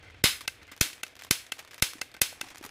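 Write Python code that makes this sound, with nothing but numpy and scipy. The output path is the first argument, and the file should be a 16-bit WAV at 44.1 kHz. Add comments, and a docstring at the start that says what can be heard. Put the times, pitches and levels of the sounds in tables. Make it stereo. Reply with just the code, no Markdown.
"""Toy pistol, dry-fired in a small room

A small hard-walled room, a phone's two microphones close to a plastic toy pistol. Five pulls: each
releases a sprung striker whose crack briefly overloads the microphones, heard as a low thump,
and the trigger snaps back a moment later. In between, thin plastic film crinkles in the hand and
fingers knock on the shell, over a hush with a faint hum."""
import sys
import numpy as np
from scipy import signal
from scipy.fft import rfft, irfft, next_fast_len
from scipy.io import wavfile
from scipy.ndimage import uniform_filter1d, minimum_filter1d

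SR = 44100
rng = np.random.default_rng(int(sys.argv[2]) if len(sys.argv) > 2 else 0)


def store_wav(level_fs):
    """Save 16-bit WAV to argv[1]."""
    pcm = np.round(np.clip(np.atleast_2d(level_fs), -1, 1) * 32767)
    wavfile.write(sys.argv[1], SR, pcm.T.astype(np.int16))


N = 119070

# modes of the plastic shell: f/Hz, t60/s, level/dB for striker, for trigger, for rub, left minus right/dB
SHELL_MODES = [(610, .017, -9, -10, -12, 5), (900, .015, -14, -11, -12, 3), (1560, .03, -2, 1, -1, 4),
               (2085, .027, 2, 1, 3, 5), (2270, .025, -4, -6, -8, 1), (2648, .033, -1, 4, -4, 0),
               (3180, .016, -1, -11, -8, -2), (3650, .014, -3, -7, -12, 3), (4250, .016, 0, -9, -12, 2),
               (5250, .018, 0, -10, -16, 0), (6300, .014, -3, -11, -20, 2), (7630, .014, -4, -20, -24, 2),
               (9600, .012, -3, -16, -26, 2), (10500, .012, -3, -20, -26, 2)]
BY_STRIKER, BY_TRIGGER, BY_RUB = 2, 3, 4  # its level columns
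LEFT_LAG_SAMPLES = 7  # the pistol is nearer the right microphone
CLOSE_LIKENESS = 0.2  # left-right correlation of close noises
FILM_PAN_DB, LEAD_IN_S = 2, .005


def amp(db):
    return 10 ** (np.asarray(db) / 20)


def unit_rms(x):
    return x / np.sqrt(np.mean(x ** 2) + 1e-20)


def at_hz(points, hz):
    f, value = np.transpose(points)
    return np.interp(np.log(hz + 1), np.log(f + 1), value)


def over_time(points):
    t, value = np.transpose(points)
    return np.interp(np.arange(N) / SR, t, value)


def add(mix, s, sound):
    at = max(round(s * SR), 0)
    part = mix[..., at:at + sound.shape[-1]]
    part += sound[..., :part.shape[-1]]


def colour(x, db_of):
    """Filters by a gain in dB given as a function of Hz."""
    size = next_fast_len(x.shape[-1] + 2048)
    gain = amp(db_of(np.fft.rfftfreq(size, 1 / SR)))
    return irfft(rfft(x, size) * gain, size)[..., :x.shape[-1]]


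def noise_pair(size, likeness=CLOSE_LIKENESS):
    """Left and right noises that share a part."""
    a, b = rng.standard_normal((2, size))
    return np.array([a, likeness * a + np.sqrt(1 - likeness ** 2) * b])


def pan(left_db):
    return amp(np.array([[left_db / 2], [-left_db / 2]]))


def room_tone():
    """A steady hush with a faint fuzzy hum, over a low rumble that sinks and comes back."""
    spectrum = [(12, -44), (20, -10), (91, 9), (216, -21.5), (248, -14.5), (485, -20), (718, -19.5),
                (873, -26.5), (2460, -16), (2820, -21), (3250, -20), (16000, -57.5)]  # the room's hush: f/Hz, level/dB
    likeness = [(60, 1), (240, 0.87), (950, 0.93), (3770, 0.045), (15000, 0.02)]  # how alike the microphones hear it: f/Hz, correlation
    balance = [(60, -4), (380, 4), (2380, 2.5), (15000, 1)]  # its lean to one side: f/Hz, left minus right/dB
    rumble_levels = [(0.0, -56), (0.14, -56), (0.46, -62), (0.82, -67), (1.01, -69.5), (1.59, -71.5),
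                     (1.87, -71), (2.7, -63)]  # course of the rumble: t/s, level/dB
    size = next_fast_len(N)
    hz = np.fft.rfftfreq(size, 1 / SR)
    a, b = rfft(rng.standard_normal((2, size)))
    same, lean = at_hz(likeness, hz), amp(at_hz(balance, hz) / 2)
    air = np.array([a * lean, (same * a + np.sqrt(1 - same ** 2) * b) / lean])
    hum_db = 7 * np.exp(-.5 * ((hz - 487) / 9) ** 2)
    air *= amp(at_hz(spectrum, hz) + hum_db)
    lows = 1 / (1 + (hz / 220) ** 4)
    air_rms = np.sqrt(np.mean(irfft(air, size) ** 2))
    hush = amp(-47) * irfft(air * (1 - lows), size)[:, :N] / air_rms
    rumble = amp(over_time(rumble_levels)) * unit_rms(irfft(air * lows, size)[:, :N])
    return hush + rumble


def reflections(send):
    """Hard walls return a dense tail, coloured by the shell's modes; each band dies at its own speed."""
    decay = [(200, 0.37), (600, 0.21), (1500, 0.34), (4000, 0.29), (9000, 0.31), (14000, 0.31)]  # reverberation time: f/Hz, t60/s
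    spectrum = [(60, -32), (150, -20), (700, -13.5), (1400, -7.5), (2500, -3), (4500, -3), (7000, -7),
                (11000, -9.5), (15500, -14)]  # colour of the tail: f/Hz, level/dB
    build_s, far_wall_s, wall_fade_s = .0048, .017, .0032
    out = np.zeros((2, N))
    turn = np.arange(N) * 7 // SR % 3  # three tails take turns, 1/7 s each
    for k in range(3):
        hz, t, bands = signal.stft(noise_pair(SR // 2, likeness=.067), SR, nperseg=512, noverlap=448)
        humps = sum(np.exp(-.5 * (np.log((hz + 1) / mode[0]) / .03) ** 2) for mode in SHELL_MODES)
        start_db = at_hz(spectrum, hz) + 3.5 * humps
        bands = bands * amp(start_db[:, None] - 60 * t / at_hz(decay, hz)[:, None])
        tail = signal.istft(bands, SR, nperseg=512, noverlap=448)[1]
        t = np.arange(tail.shape[1]) / SR
        far_wall = .73 * (t > far_wall_s) * np.exp(-(t - far_wall_s) / wall_fade_s)
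        tail *= np.minimum(t / build_s, 1) ** 2 + far_wall
        tail /= 3 * abs(tail[:, :1000]).mean()
        out += signal.fftconvolve((send * (turn == k))[None], tail, axes=1)[:, :N]
    return out * pan(1.9)


def film_rustle():
    """Many tiny creases of uneven size give way under the fingers."""
    handling = [(0.0, -54), (0.13, -52), (0.4, -62), (0.54, -109), (0.73, -57), (0.85, -38.5), (1.16, -73),
                (1.41, -68), (1.62, -44.5), (1.87, -72), (2.01, -39.5), (2.22, -91), (2.36, -42),
                (2.7, -44)]  # how hard the film is worked: t/s, level/dB
    spectrum = [(120, -10), (200, -16), (322, 4), (519, -55), (683, -2), (1500, -7), (1680, -5),
                (9930, -18.5), (14900, -50), (16000, -7)]  # colour of the rustle: f/Hz, level/dB
    creases_per_s, grain_s, spread_db = 350, .0091, 5.5
    sizes = amp(spread_db * np.minimum(rng.exponential(1, N), 4))
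    creases = sizes * (rng.random(N) < creases_per_s / SR)
    power = signal.lfilter([1], [1, -np.exp(-2 / (grain_s * SR))], creases ** 2)
    hiss = colour(noise_pair(N), lambda hz: at_hz(spectrum, hz))
    return pan(FILM_PAN_DB) * amp(over_time(handling) - 6) * unit_rms(hiss * np.sqrt(abs(power)))


def film_crinkles():
    """Creases snap as dying bursts with a broad peak and a wide spray; returns direct sound, room send."""
    snaps = [(0.107, -46.5, 1400, 0.0029), (0.408, -34, 2080, 0.0087), (0.4155, -34, 1890, 0.0019),
             (0.437, -47, 2020, 0.0054), (0.63, -43, 2400, 0.0036), (0.636, -61, 1300, 0.0022),
             (0.66, -62, 1800, 0.0018), (0.669, -50, 3950, 0.002), (0.678, -46, 1760, 0.0039),
             (0.7153, -39, 1500, 0.0033), (0.718, -36, 1770, 0.0058), (0.731, -46, 1800, 0.008),
             (0.737, -57, 2000, 0.0026), (0.765, -34, 1570, 0.00037), (0.777, -37, 2400, 0.0014),
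             (0.798, -41.5, 3470, 0.0024), (0.93, -37, 2980, 0.0056), (0.98, -43.5, 1530, 0.0016),
             (1.065, -41.5, 2760, 0.0067), (1.08, -43, 3000, 0.0025), (1.154, -37, 2450, 0.0015),
             (1.166, -39.0, 1660, 0.0022), (1.1916, -41, 2220, 0.013), (1.21, -44, 2470, 0.023),
             (1.2215, -29.5, 1700, 0.00088), (1.2356, -41, 3870, 0.011), (1.248, -34.5, 1400, 0.0027),
             (1.267, -44.5, 1380, 0.0074), (1.292, -49, 4000, 0.0016), (1.4656, -41, 3050, 0.0039),
             (1.5824, -42.5, 1330, 0.025), (1.591, -34.5, 2150, 0.0076), (1.602, -40, 1730, 0.0028),
             (1.649, -40, 1740, 0.0023), (1.676, -40.5, 1200, 0.0021), (1.7095, -41, 2200, 0.012),
             (1.7316, -42, 1540, 0.016), (1.7442, -30, 2440, 0.0012), (1.78, -39, 1640, 0.0085),
             (1.798, -39.5, 2250, 0.0033), (1.934, -32, 1850, 0.0027), (2.116, -45.5, 2980, 0.0034),
             (2.141, -40.5, 2030, 0.0075), (2.166, -38, 1710, 0.0021), (2.327, -38.5, 695, 0.0045),
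             (2.474, -45, 1230, 0.008), (2.486, -41.5, 2440, 0.0081), (2.503, -39, 2000, 0.0067),
             (2.558, -32.5, 1190, 0.0004), (2.572, -39.5, 1740, 0.0028), (2.581, -36.5, 4260, 0.0034),
             (2.612, -43, 740, 0.0018), (2.6268, -41, 1000, 0.018), (2.639, -36.5, 1820, 0.0076),
             (2.65, -33, 1240, 0.0051), (2.662, -32, 1240, 0.0033), (2.692, -36.5, 1820, 0.0017)]  # single creases: t/s, level/dB, centre f/Hz, decay/s
    near, send, t = np.zeros((2, N)), np.zeros(N), np.arange(1500) / SR
    for s, db, centre_hz, decay_s in snaps:
        reach_hz = 5000 * amp((db + 38) * .74)  # harder creases reach higher

        def spectrum_db(hz):
            peak = np.exp(-np.log2((hz + 1) / centre_hz) ** 2)
            spray = (amp(-5.5) * hz / (hz + 600)) ** 2 / (1 + (hz / reach_hz) ** 2)
            return 10 * np.log10(peak + spray + 1e-9)

        burst = unit_rms(colour(noise_pair(len(t)), spectrum_db)) * np.exp(-t / max(decay_s, .0005))
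        add(near, s, pan(FILM_PAN_DB) * amp(db) * burst)
        add(send, s, amp(db - 20.5) * np.ones(1))
    return near, send


def finger_knocks():
    """Fingers bump the shell: soft-edged, quickly damped low tones."""
    knocks = [(0.41, -52, 274), (0.717, -33.5, 286), (0.927, -40, 312), (1.588, -48, 262),
              (1.954, -29.5, 288), (2.028, -40, 440), (2.148, -42, 260), (2.431, -30, 312),
              (2.61, -27.5, 330), (2.647, -26, 267), (2.662, -31, 426)]  # dull bumps: t/s, level/dB, f/Hz
    attack_s, t60 = .0054, .021
    out, t = np.zeros((2, N)), np.arange(2500) / SR
    for s, db, hz in knocks:
        envelope = amp(db - 60 * t / t60) * np.minimum(t / attack_s, 1)
        add(out, s, pan(.9) * envelope * np.sin(2 * np.pi * hz * t))
    return out


def shell_ring(column):
    """The shell's damped modes after one touch, at both microphones."""
    t = np.arange(3000) / SR
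    ring = np.zeros((2, len(t)))
    for mode in SHELL_MODES:
        hz, t60, *_, left_db = mode
        envelope = amp(mode[column] - 60 * t / t60) / np.sqrt(t60)
        ring += pan(left_db) * envelope * np.sin(2 * np.pi * hz * t)
    return ring / np.linalg.norm(ring) * np.sqrt(2)


def trigger_rubs():
    """Gritty friction rings the shell while the trigger slides in its guide."""
    rubs = [(.028, 0.062, -56.5), (0.099, 0.0032, -48.5), (0.145, 0.003, -48.5), (0.448, 0.0061, -50.5),
            (0.594, 0.0029, -76), (0.616, .013, -51.5), (0.681, 0.06, -56.5), (2.145, 0.0055, -44),
            (2.166, 0.00586, -48.5)]  # drags and ticks: t/s, length/s, level/dB
    drag, grit_db = np.zeros(N), 4
    for s, length_s, db in rubs:
        grit, friction = rng.standard_normal((4000, 2))[:round(length_s * SR)].T
        add(drag, s, amp(db + grit_db * grit) * friction)
    return signal.fftconvolve(drag[None], shell_ring(BY_RUB), axes=1)[:, :N]


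def overload_thumps():
    """Each loud crack briefly overloads the microphones, heard as a low thump with a slow rebound."""
    thumps = [(.2382, .06, 0), (.2408, .17, 0), (.2420, -.37, -.03), (.8122, 0, -.18), (.8127, -.18, 0),
              (1.3099, .23, 0), (1.3112, -.13, -.15), (1.8245, -.33, .04), (2.2172, .01, -.045),
              (2.2185, -.06, -.025)]  # overload thumps: t/s, left height, right height
    pulse_width_s, rebound_delay_s, rebound_width_s = .00055, .004, .0018
    out, t = np.zeros((2, N)), np.arange(3000) / SR - 3 * pulse_width_s
    pulse = np.exp(-.5 * (t / pulse_width_s) ** 2)
    rebound = .36 * np.exp(-.5 * ((t - rebound_delay_s) / rebound_width_s) ** 2)
    for s, left, right in thumps:
        add(out, s - 3 * pulse_width_s, np.outer([left, right], pulse - rebound))
    return out


def barrel_ring(ring_db):
    """One touch, then the hollow barrel's short ring."""
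    modes = [(4150, .008, 0), (5230, .008, 1)]  # barrel resonances: f/Hz, t60/s, level/dB
    t = np.arange(800) / SR
    ring = sum(amp(ring_db + db - 60 * t / t60) * np.sin(2 * np.pi * hz * t) for hz, t60, db in modes)
    return (t == 0) + ring


def impact(db, tilt_db, column, contacts, chatter_s, rattle_share, crack_colour, crack_db, ring_lag):
    """Firm contacts and a rattle of parts crack and ring the shell; the blow falls LEAD_IN_S in."""
    t = np.arange(3000) / SR - LEAD_IN_S
    scrape = amp(-9) * np.exp(np.minimum(t, 0) / .0013)  # swells in ahead of the blow
    envelope = np.where(t < 0, scrape, np.exp(-np.maximum(t, 0) / chatter_s))
    knock = sum(force * (abs(t - delay_s) <= .5 / SR) for delay_s, force in contacts)
    rattle = unit_rms(noise_pair(len(t)) * amp(2 * rng.standard_normal(len(t)))) * envelope
    ring = signal.fftconvolve(rattle_share * rattle + knock, shell_ring(column), axes=1)[:, :len(t)]
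    # the broad shell reaches the left microphone before the crack, only ring_lag samples late
    ring[0] = np.roll(ring[0], ring_lag - LEFT_LAG_SAMPLES)
    crack = colour(rattle + .21 * knock, lambda hz: crack_db + at_hz(crack_colour, hz))
    return amp(db - 5) * colour(ring + crack, lambda hz: tilt_db * np.log2((hz + 500) / 4000))


def trigger_snaps():
    """The trigger snaps back, bouncing the same way each time; returns direct sound, room send."""
    snaps = [(0.4779, -11, 4.8), (1.033, -14.5, 5.5), (1.5202, -13.5, 5), (2.0146, -13.5, 4.3),
             (2.4119, -14, 4.06)]  # trigger returns: t/s, level/dB, treble tilt/(dB per octave)
    bounces = [(.0002, 3), (.0021, -9)]  # contacts in each return: delay/s, signed strength
    spectrum = [(240, -55), (400, -84), (2800, 8), (6440, -2.5), (11600, -27), (12900, -18.5), (16000, -20)]  # colour of the bare contact: f/Hz, level/dB
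    near, send = np.zeros((2, N)), np.zeros(N)
    for s, db, tilt_db in snaps:
        snap = impact(db, tilt_db, BY_TRIGGER, contacts=bounces, chatter_s=.0024, rattle_share=.2,
                      crack_colour=spectrum, crack_db=0, ring_lag=4)
        add(near, s - LEAD_IN_S, snap)
        add(send, s, amp(db - 28) * np.ones(1))
    return near, send


def striker_blows():
    """The sprung striker lands, ringing shell and barrel; returns direct sound, room send."""
    # shots: t/s, level/dB, treble tilt/(dB per octave), relative room send/dB, barrel ring/dB
    shots = [(0.2397, -10, 1.5, -1.5, -28.5), (0.8105, -7.5, 1.5, -11, -55), (1.3097, -8, 1.5, -13, -67),
             (1.823, -8, 0.9, -12.5, -64), (2.2159, -7.5, 3, -13.5, -53)]
    spectrum = [(410, -32), (700, -32), (2220, 3.5), (7010, 0.5), (9600, -1), (14800, -6), (16000, -24)]  # colour of the bare contact: f/Hz, level/dB
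    near, send = np.zeros((2, N)), np.zeros(N)
    for s, db, tilt_db, room_db, barrel_db in shots:
        blow = impact(db, tilt_db, BY_STRIKER, contacts=[(.0012, 6.5)], chatter_s=.0043,
                      rattle_share=.45, crack_colour=spectrum, crack_db=4.5, ring_lag=1)
        barrel = barrel_ring(barrel_db)
        add(near, s - LEAD_IN_S, signal.fftconvolve(blow, barrel[None], axes=1))
        add(send, s, amp(db + room_db) * barrel)
    return near, send


def scene():
    """Pistol and film close to the microphones, the room behind them."""
    blows, blow_send = striker_blows()
    snaps, snap_send = trigger_snaps()
    crinkles, crinkle_send = film_crinkles()
    near = blows + snaps + crinkles + film_rustle()
    near[0] = np.roll(near[0], LEFT_LAG_SAMPLES)
    near += trigger_rubs() + overload_thumps() + finger_knocks()
    return near + reflections(blow_send + snap_send + crinkle_send) + room_tone()


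def record(dry):
    """The phone's look-ahead gain control dips just before a sudden rise; hard ceiling; band limit."""
    look, threshold_db, dip_share, edge_hz = round(.015 * SR), 5.5, .41, 15500
    power = uniform_filter1d((dry ** 2).mean(0), 60)
    power_db = 10 * np.log10(abs(power) + 1e-12)
    ahead_db = -minimum_filter1d(-power_db, look, origin=-(look // 2))
    dip_db = dip_share * uniform_filter1d(np.maximum(ahead_db - power_db - threshold_db, 0), 60)
    clipped = np.clip(dry / amp(dip_db), -1, 1)
    lowpass = signal.firwin(255, edge_hz, window=("kaiser", 9), fs=SR)
    return np.clip(signal.oaconvolve(clipped, lowpass[None], "same"), -1, 1)


dry = scene()
out = record(dry)
store_wav(out)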